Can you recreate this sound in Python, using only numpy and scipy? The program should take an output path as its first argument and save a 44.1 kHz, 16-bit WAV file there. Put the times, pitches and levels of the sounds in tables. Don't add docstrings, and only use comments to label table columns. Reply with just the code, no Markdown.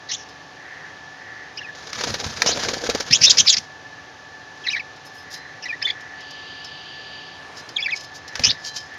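import sys
import numpy as np
from scipy import signal
from scipy.fft import rfft, irfft, next_fast_len
from scipy.io import wavfile
from scipy.ndimage import uniform_filter1d, minimum_filter1d, map_coordinates

SR = 44100
rng = np.random.default_rng(int(sys.argv[2]) if len(sys.argv) > 2 else 0)


def dump_mix(stems):
    frames = np.atleast_2d(stems).T
    limited = np.clip(frames, -1, 1)
    pcm = np.round(limited * 32767).astype(np.int16)
    wavfile.write(sys.argv[1], SR, pcm)


N = 396018

# pitch_hz [Hz], level_db [relative dB]
SCRATCH_SPECTRUM = [(6000, -24), (8700, -7.5), (11500, 1), (15500, -2.5)]


def amp(db):
    return 10 ** (np.asarray(db) / 20)


def unit(x):
    return x / np.sqrt(np.mean(x ** 2) + 1e-20)


def shaped(x, gain):
    size = next_fast_len(len(x) + 8192)
    spectrum = rfft(x, size) * gain(np.fft.rfftfreq(size, 1 / SR))
    return irfft(spectrum, size)[:len(x)]


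def colour(x, points):
    point_hz, point_db = np.transpose(points)
    return shaped(x, lambda hz: amp(np.interp(np.log(hz + 1), np.log(point_hz), point_db)))


def noise(points):
    return unit(colour(rng.standard_normal(N), points))


def wobble(rate, size=N):
    points = rng.standard_normal(int(size * rate / SR) + 4)
    return map_coordinates(points, [np.arange(size) * rate / SR + 1])


def curves(rows, outside=None):
    time_s, *columns = np.transpose(rows)
    return [np.interp(np.arange(N) / SR, time_s, column, outside, outside) for column in columns]


def add(track, start_s, x):
    part = track[max(round(start_s * SR), 0):][:len(x)]
    part += x[:len(part)]


def burst(rise, t60):
    t = np.arange(SR // 3) / SR
    envelope = (1 - np.exp(-(t / rise) ** 2)) * amp(-60 * t / t60)
    return envelope / envelope.max()


def arch(length, edge):
    return np.abs(np.sin(np.linspace(0, np.pi, int(length * SR)))) ** edge


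def swells(rows, length, centre_hz, width_hz):
    level = np.zeros(N)
    for start_s, level_db in rows:
        add(level, start_s, amp(level_db) * arch(length, edge=0.46))

    def band_gain(hz):
        peak = 1 / (1 + (2 * (hz - centre_hz) / width_hz) ** 2)
        return peak * hz / (hz + 120)

    return level * unit(shaped(rng.standard_normal(N), band_gain))


def background():
    # pitch_hz [Hz], level_db [relative dB]
    air_spectrum = [(15, -44), (30, -22), (50, -18.5), (75, -0.5), (110, 1), (160, 0.5), (210, -7),
                    (400, -1.5), (800, -2.5), (1300, -4.5), (2200, -7.5), (4500, -10.5), (6300, -14),
                    (7200, -25.5), (8000, -42), (12000, -67), (15500, -47)]
    # start_s [s], level_db [dB]
    soft_swells = [(.56, -40), (1.14, -41.5), (5.22, -42.5), (5.86, -41.5), (8.24, -40.5), (8.86, -41.5)]
    # start_s [s], level_db [dB]
    rustles = [(.52, -54), (7.33, -44)]
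    # pitch_hz [Hz], level_db [relative dB]
    hiss_spectrum = [(1800, -13), (2500, -2.5), (3020, 8), (3500, 1), (4400, -1.5), (4640, 7.5), (4950, -2),
                     (6000, -48), (8000, -60)]
    # time_s [s], level_db [dB]
    hiss_level = [(6.05, -71), (6.22, -44), (6.45, -41.5), (7.2, -41), (7.36, -45.5), (7.55, -70)]
    air = amp(-44.0) * noise(air_spectrum) * amp(0.37 * wobble(4))
    brief = swells(soft_swells, length=0.4, centre_hz=1820, width_hz=390)
    brief += swells(rustles, length=0.49, centre_hz=550, width_hz=3300)
    hiss = amp(curves(hiss_level, outside=-120)[0]) * noise(hiss_spectrum)
    return air + brief + hiss


def motor():
    # pitch_hz [Hz], level_db [relative dB]
    hum_tones = [(158, -65), (279, -60.5), (728, -58.5), (764, -56), (873, -56.5), (1147, -58),
                 (1620, -67.5)]
    # time_s [s], level_db [relative dB]
    whine_level = [(0, -52), (1, -44.5), (1.4, -46), (3.9, -46), (5.3, -46), (6.1, -41), (6.7, -40.5),
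                   (7.4, -47), (8, -46), (8.98, -41.5)]
    whine_hz = 1740
    t = np.arange(N) / SR
    hum = np.zeros(N)
    for pitch_hz, level_db in hum_tones:
        hum += amp(level_db) * np.sin(2 * np.pi * pitch_hz * t + 1.8 * wobble(14))
    whine = np.sin(2 * np.pi * whine_hz * t + 0.59 * wobble(12)) * amp(0.82 * wobble(45))
    casing = noise([(1300, -58), (1640, -13.5), (1740, -2.5), (1850, -16), (2300, -47.0)])
    return amp(4.0) * hum + amp(curves(whine_level)[0] + 2.0) * whine + amp(-48.0) * casing


def knocks():
    # time_s [s], level_db [relative dB]
    strikes = [(1.931, -13.5), (2.037, -10.5), (2.104, -19), (2.142, -11.5), (2.201, -17.5), (2.387, -26),
               (2.42, 1), (2.898, -7), (2.949, -12), (3.006, -8.5), (8.355, -13), (8.395, -10.5)]
    # pitch_hz [Hz], level_db [relative dB]
    crack_spectrum = [(200, -35), (600, -10), (1000, -5.5), (2000, 3), (3000, -5.5), (4300, 1),
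                      (6200, -0.5), (7600, -20.5), (12000, -21), (15500, -15)]
    force = np.zeros(N)
    for time_s, level_db in strikes:
        add(force, time_s - .001, amp(level_db - 9.0) * burst(rise=0.0013, t60=0.022))
    return force * noise(crack_spectrum)


def cage(feathers):
    # start_s [s], level_db [relative dB]
    taps = [(.284, -39), (1.558, -42), (4.956, -42), (5.649, -36), (6.005, -39), (6.204, -41), (6.305, -38),
            (6.643, -37), (7.686, -36), (8.005, -38), (8.276, -32), (8.936, -37)]
    # start_s [s], length_s [s], level_db [relative dB], brightness_db [relative dB]
    scrabbles = [(4.547, 0.2, -43, -8), (5.05, 0.19, -49.5, 12), (5.301, 0.09, -36.5, 5),
                 (7.548, 0.069, -37, -0.5), (7.93, 0.076, -43, -12), (7.996, 0.062, -34.5, 2),
                 (8.137, 0.051, -43, 1), (8.564, .36, -40.5, -5.5)]
    # pitch_hz [Hz], level_db [relative dB], t60_s (time to fall by 60 dB) [s]
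    wire_tones = [(3130, 7.5, 0.21), (4070, 2.5, 0.67), (4300, -15, .2), (4800, -5, .3),
                  (5500, -7.5, 0.083), (5180, 10, 0.096), (6270, -8.5, 0.5), (6500, -16, .2)]
    # pitch_hz [Hz], level_db [relative dB]
    click_spectrum = [(400, -14), (2000, -11), (3500, -1.5), (5200, 8.5), (6800, 0), (8000, -16),
                      (12000, -25)]
    tap_t60_s = 0.042
    grip_changes_per_s, grip_depth_db = 24.6, 6.5
    force, sharp = np.zeros((2, N))
    for start_s, level_db in taps:
        add(force, start_s, amp(level_db) * burst(rise=0.11 * tap_t60_s, t60=tap_t60_s))
    sharp += amp(-0.5) * force
    for start_s, length_s, level_db, brightness_db in scrabbles:
        bout = arch(length_s, edge=0.28)
        grip = amp(grip_depth_db * wobble(grip_changes_per_s, len(bout)))
        stroke = amp(level_db - 2.5) * bout * grip
        add(force, start_s, stroke)
        add(sharp, start_s, amp(brightness_db) * stroke)
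    catches = unit(amp(3.5 * np.tanh(wobble(400)) + 4.5 * np.tanh(wobble(90))))
    contact = amp(-3) * force * catches * noise(click_spectrum)
    scratch = amp(-17.5) * sharp * catches * noise(SCRATCH_SPECTRUM)
    t = np.arange(SR // 3) / SR
    ringing = np.zeros(N)
    for pitch_hz, level_db, t60_s in wire_tones:
        drive = (contact + amp(-17) * feathers) * amp(1.8 * wobble(14))
        ring = amp(level_db - 60 * t / t60_s) * np.sin(2 * np.pi * pitch_hz * t)
        ringing += signal.fftconvolve(drive, ring)[:N]
    return contact + scratch + amp(-49) * ringing


def wings():
    # time_s [s], slap_db (feathers) [relative dB], puff_db (air) [relative dB]
    beats = [(1.871, -15, -55), (1.93, -24, -46), (2.008, -12, -36), (2.038, -4.5, -24), (2.071, -20, -26),
             (2.103, -8, -31), (2.14, -8, -28), (2.198, -19, -34), (2.241, -14, -46), (2.265, -15, -39),
             (2.461, -7.5, -25.5), (2.491, -6.5, -26), (2.573, -10, -35), (2.635, -7, -35.5),
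             (2.686, -2, -36), (2.734, -8, -34.5), (2.767, -34, -35.5), (2.838, -16, -38),
             (2.892, 0, -25.5), (2.949, -4.5, -25), (3.001, -6, -36), (3.064, -17, -45),
             (8.354, -15.5, -37), (8.394, -24, -28.5)]
    # start_s [s], level_db [relative dB]
    fannings = [(2.09, -27.5), (2.26, -35), (3.105, -27), (3.21, -31), (3.395, -36), (3.573, -34),
                (8.395, -33), (8.468, -30.5)]
    # time_s [s], rustle_db [relative dB]
    flurries = [
        [(1.75, -46.5), (1.92, -45), (1.96, -34), (2.25, -33.5), (2.65, -31.5), (2.92, -36), (3.06, -42),
         (3.25, -30.5), (3.55, -41.5), (3.7, -59)],
        [(8.33, -45), (8.39, -44), (8.45, -29.5), (8.56, -48)],
    ]
    # pitch_hz [Hz], level_db [relative dB]
    feather_spectrum = [(400, -16), (750, -4), (1500, 1), (2700, -4.5), (4500, 0), (5900, -0.5), (6800, -5),
                        (7600, -21.5), (9000, -26.5), (12000, -23.5), (15500, -37.5)]
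    whoosh_spectrum = [(120, -16), (300, -8.5), (390, -10.5), (475, 3), (580, -9), (750, -8.5), (1100, -25),
                       (2500, -45)]
    draught_spectrum = [(20, -38), (32, -18), (50, -21.5), (75, 3.5), (140, -0.5), (250, -5.5),
                        (500, -36.5)]
    slap, puff, draught = np.zeros((3, N))
    for time_s, slap_db, puff_db in beats:
        add(slap, time_s - .002, amp(slap_db - 17.5) * burst(rise=0.0032, t60=0.048))
        add(puff, time_s - .002, amp(puff_db) * burst(rise=0.003, t60=0.037))
    for start_s, level_db in fannings:
        add(draught, start_s, amp(level_db) * burst(rise=0.0051, t60=0.14))
    rustle = sum(amp(curves(rows, outside=-120)[0]) for rows in flurries)
    slap += amp(1.5) * rustle
    puff += amp(-9.5) * rustle * amp(4.2 * wobble(35))
    draught += amp(-10) * rustle
    pot_middle_s, pot_half_length_s, pot_gain_db = 2.81, 0.37, 8.5
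    at_pot = np.exp(-((np.arange(N) / SR - pot_middle_s) / pot_half_length_s) ** 4)
    barbs = unit(amp(1.9 * wobble(600) + 3.34 * wobble(70)))
    unsteady = unit(amp(1.5 * wobble(45)))
    slap_sound = slap * barbs * noise(feather_spectrum)
    whoosh_sound = puff * amp(pot_gain_db * at_pot) * noise(whoosh_spectrum)
    return slap_sound + whoosh_sound + draught * unsteady * noise(draught_spectrum)


def song(notes, swing_hz, swing_rate, flutter_rate, flutter_db, third_db, edge):
    # pitch_hz [Hz], gain_db [relative dB]
    throat = [(900, -37.5), (1800, 1.5), (3000, -5), (5200, 6), (6600, -4), (9000, -5)]
    settle = 1.21
    pitch_wander, wander_rate = 0.0304, 130
    flutter_swing_hz = 180
    out = np.zeros(N)
    for start_s, length_s, start_hz, end_hz, level_db, rasp in notes:
        u = np.linspace(0, 1, int(length_s * SR))
        size = len(u)
        pitch = start_hz + (end_hz - start_hz) * np.expm1(-settle * u) / np.expm1(-settle)
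        drift = 1 + pitch_wander * min(rasp / .3, 1) * wobble(wander_rate, size)
        chop_hz = flutter_rate * (1 + .25 * wobble(250, size))
        chop = np.cos(2 * np.pi * np.cumsum(chop_hz) / SR)
        shake_hz = flutter_swing_hz * rasp * chop + swing_hz * rasp * wobble(swing_rate, size)
        phase = 2 * np.pi * np.cumsum(pitch * drift + shake_hz) / SR
        octave_db = min(-29.5 + 46.5 * rasp, 4.5)
        octave = amp(octave_db) * (pitch.mean() < 3650)
        third = amp(octave_db + third_db) * (pitch.mean() < 2800)
        tone = np.sin(phase) + octave * np.sin(2 * phase) + third * np.sin(3 * phase)
        strength = amp(flutter_db * rasp * chop + 3.0 * wobble(218, size))
        voice = unit(colour(tone * strength, throat))
        add(out, start_s, amp(level_db) * voice * np.abs(np.sin(np.pi * u)) ** edge)
    return out


def calls():
    # start_s [s], length_s [s], start_hz [Hz], end_hz [Hz], level_db [relative dB],
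    # rasp [0 = pure, larger = rougher]
    warble_notes = [(1.572, 0.013, 2500, 2770, -27.5, .6), (1.579, 0.023, 3130, 2760, -30, 0.23),
                    (1.606, 0.027, 1890, 1670, -33, 0.33), (1.626, 0.041, 3030, 2330, -36, .15),
                    (1.664, 0.052, 1890, 1760, -34, 0.2), (4.637, .032, 3430, 2380, -32.5, 0.28),
                    (4.665, 0.015, 2280, 1760, -18.5, 0.52), (4.681, .015, 4080, 3710, -17, 0.27),
                    (4.693, 0.037, 2210, 3090, -26.5, 0.4), (4.728, 0.0285, 2600, 2230, -19.5, 0.17),
                    (4.754, 0.037, 1820, 1820, -24.5, 0.46), (4.793, .021, 2750, 2140, -26, .15),
                    (5.623, 0.031, 2540, 2760, -31, 0.57), (5.648, .032, 2110, 1850, -29, 0.37),
                    (5.677, 0.017, 3500, 2780, -37.5, 0.38), (5.688, 0.031, 2580, 2340, -23.5, 0.04),
                    (5.72, .036, 1760, 1970, -27, 0.2), (5.815, 0.015, 2034, 1790, -25, 0.5),
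                    (5.823, .009, 2150, 2580, -19, 0.6), (5.829, 0.038, 3060, 3060, -29.5, 0.17),
                    (5.851, 0.019, 3420, 3480, -16.5, 0.07), (5.866, .034, 2053, 2057, -24, 0.42),
                    (5.878, 0.015, 3600, 3230, -23, .2), (5.885, .019, 2300, 2000, -26, 0.4),
                    (5.901, .007, 3620, 3340, -14.5, 0.06), (5.906, 0.0085, 2400, 2330, -24, 0.53),
                    (7.761, 0.015, 3970, 3200, -17.5, 0.2), (7.778, .028, 2560, 2170, -23.5, 0.23),
                    (7.799, 0.024, 2450, 2520, -27, 0.45), (7.824, .017, 3350, 3410, -17.5, 0.1),
                    (7.841, 0.021, 2725, 2490, -23.5, 0.22), (7.858, .015, 2510, 2240, -17.5, 0.22),
                    (7.88, 0.026, 1720, 2090, -23, 0.3), (7.907, 0.0088, 3800, 2920, -26.5, 0.34),
                    (7.916, 0.0325, 2640, 2217, -19.5, 0.15)]
    squawk_notes = [(.086, 0.042, 1733, 2100, -27, 0.75), (.111, 0.035, 2790, 3000, -21, 0.7),
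                    (.138, 0.022, 2990, 3500, -23.5, 0.66), (.15, 0.096, 3090, 2890, -40.5, 0.78),
                    (2.461, 0.062, 2950, 3260, -17, 0.8), (2.512, 0.031, 4300, 3700, -21.5, 1.35),
                    (3.102, 0.031, 1450, 2200, -18.5, 0.7), (3.122, .033, 2300, 3000, -7.5, 0.61),
                    (3.146, 0.03, 3250, 3500, -15, 0.68), (3.209, 0.031, 2210, 2680, -13, 1.3),
                    (3.235, 0.028, 2646, 2900, 2, 0.94), (3.26, 0.033, 3880, 3740, -12, 0.37),
                    (3.294, 0.027, 3580, 3380, -7, 1.26), (3.303, 0.014, 4420, 5150, -5.5, 0.98),
                    (3.37, 0.034, 2274, 3100, -9.5, 1.6), (3.386, 0.029, 3180, 3200, -7.5, 0.68),
                    (3.459, 0.031, 2376, 2520, -16.5, 0.72), (3.474, 0.026, 3490, 4330, -7.5, 2),
                    (3.491, .022, 3566, 3400, -7, .75), (3.508, 0.034, 3280, 3150, -16.5, 0.68),
                    (3.522, 0.031, 2740, 2330, -14, 1.06), (3.566, .026, 1995, 2425, -15.5, 1.7),
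                    (8.436, 0.0075, 2330, 2720, -9, 0.62), (8.444, 0.015, 2460, 2770, -7, .72),
                    (8.456, 0.033, 2760, 3080, -15.5, 0.56), (8.485, 0.027, 3270, 4000, -17.5, 0.47),
                    (8.499, 0.019, 4440, 3730, -12.5, 1.7)]
    warble = song(warble_notes, swing_hz=300, swing_rate=1200, flutter_rate=300,
                  flutter_db=6, third_db=-13, edge=.6)
    squawks = song(squawk_notes, swing_hz=300, swing_rate=1500, flutter_rate=520,
                   flutter_db=7, third_db=-6, edge=.65)
    voices = colour(warble + squawks, [(6700, -1), (7300, -10.0), (7900, -20.0), (15000, -33.0)])
    return voices + amp(-36.5) * np.abs(voices) * noise(SCRATCH_SPECTRUM)


def room(x, t60, wet_db):
    # delay_s [s], level_db [dB]
    echoes = [(.0013, -26), (.0031, -19), (.0052, -18), (.0083, -22.5), (0.0122, -22.5)]
    t = np.arange(SR // 2) / SR
    tail = rng.standard_normal(len(t)) * amp(-60 * t / t60) * (t > .002)
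    out = x + amp(wet_db) * signal.fftconvolve(x, tail / np.linalg.norm(tail))[:N]
    for delay_s, level_db in echoes:
        add(out, delay_s, amp(level_db) * x)
    return out


def scene():
    feathers = wings()
    near = calls() + feathers + knocks() + cage(feathers)
    return (room(near, t60=0.18, wet_db=-16.5) + motor() + background())[None]


def record(dry):
    # pitch_hz [Hz], gain_db [dB]
    microphone = [(15, -26), (40, -1.5), (7500, 0), (8100, -12), (8700, -1), (12500, -5.5), (13500, -16.5),
                  (15800, -14.5)]
    limit_db, window_s, clip_db, top_hz = 1.5, .002, -.3, 15800
    size = int(window_s * SR)
    needed_gain = np.minimum(1, amp(limit_db) / (np.abs(dry[0]) + 1e-9))
    limited = dry[0] * uniform_filter1d(minimum_filter1d(needed_gain, size), size)
    clipped = limited / (1 + np.abs(limited / amp(clip_db)) ** 12) ** (1 / 12)
    return shaped(colour(clipped, microphone), lambda hz: hz < top_hz)[None]


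dry = scene()
out = record(dry)
dump_mix(out)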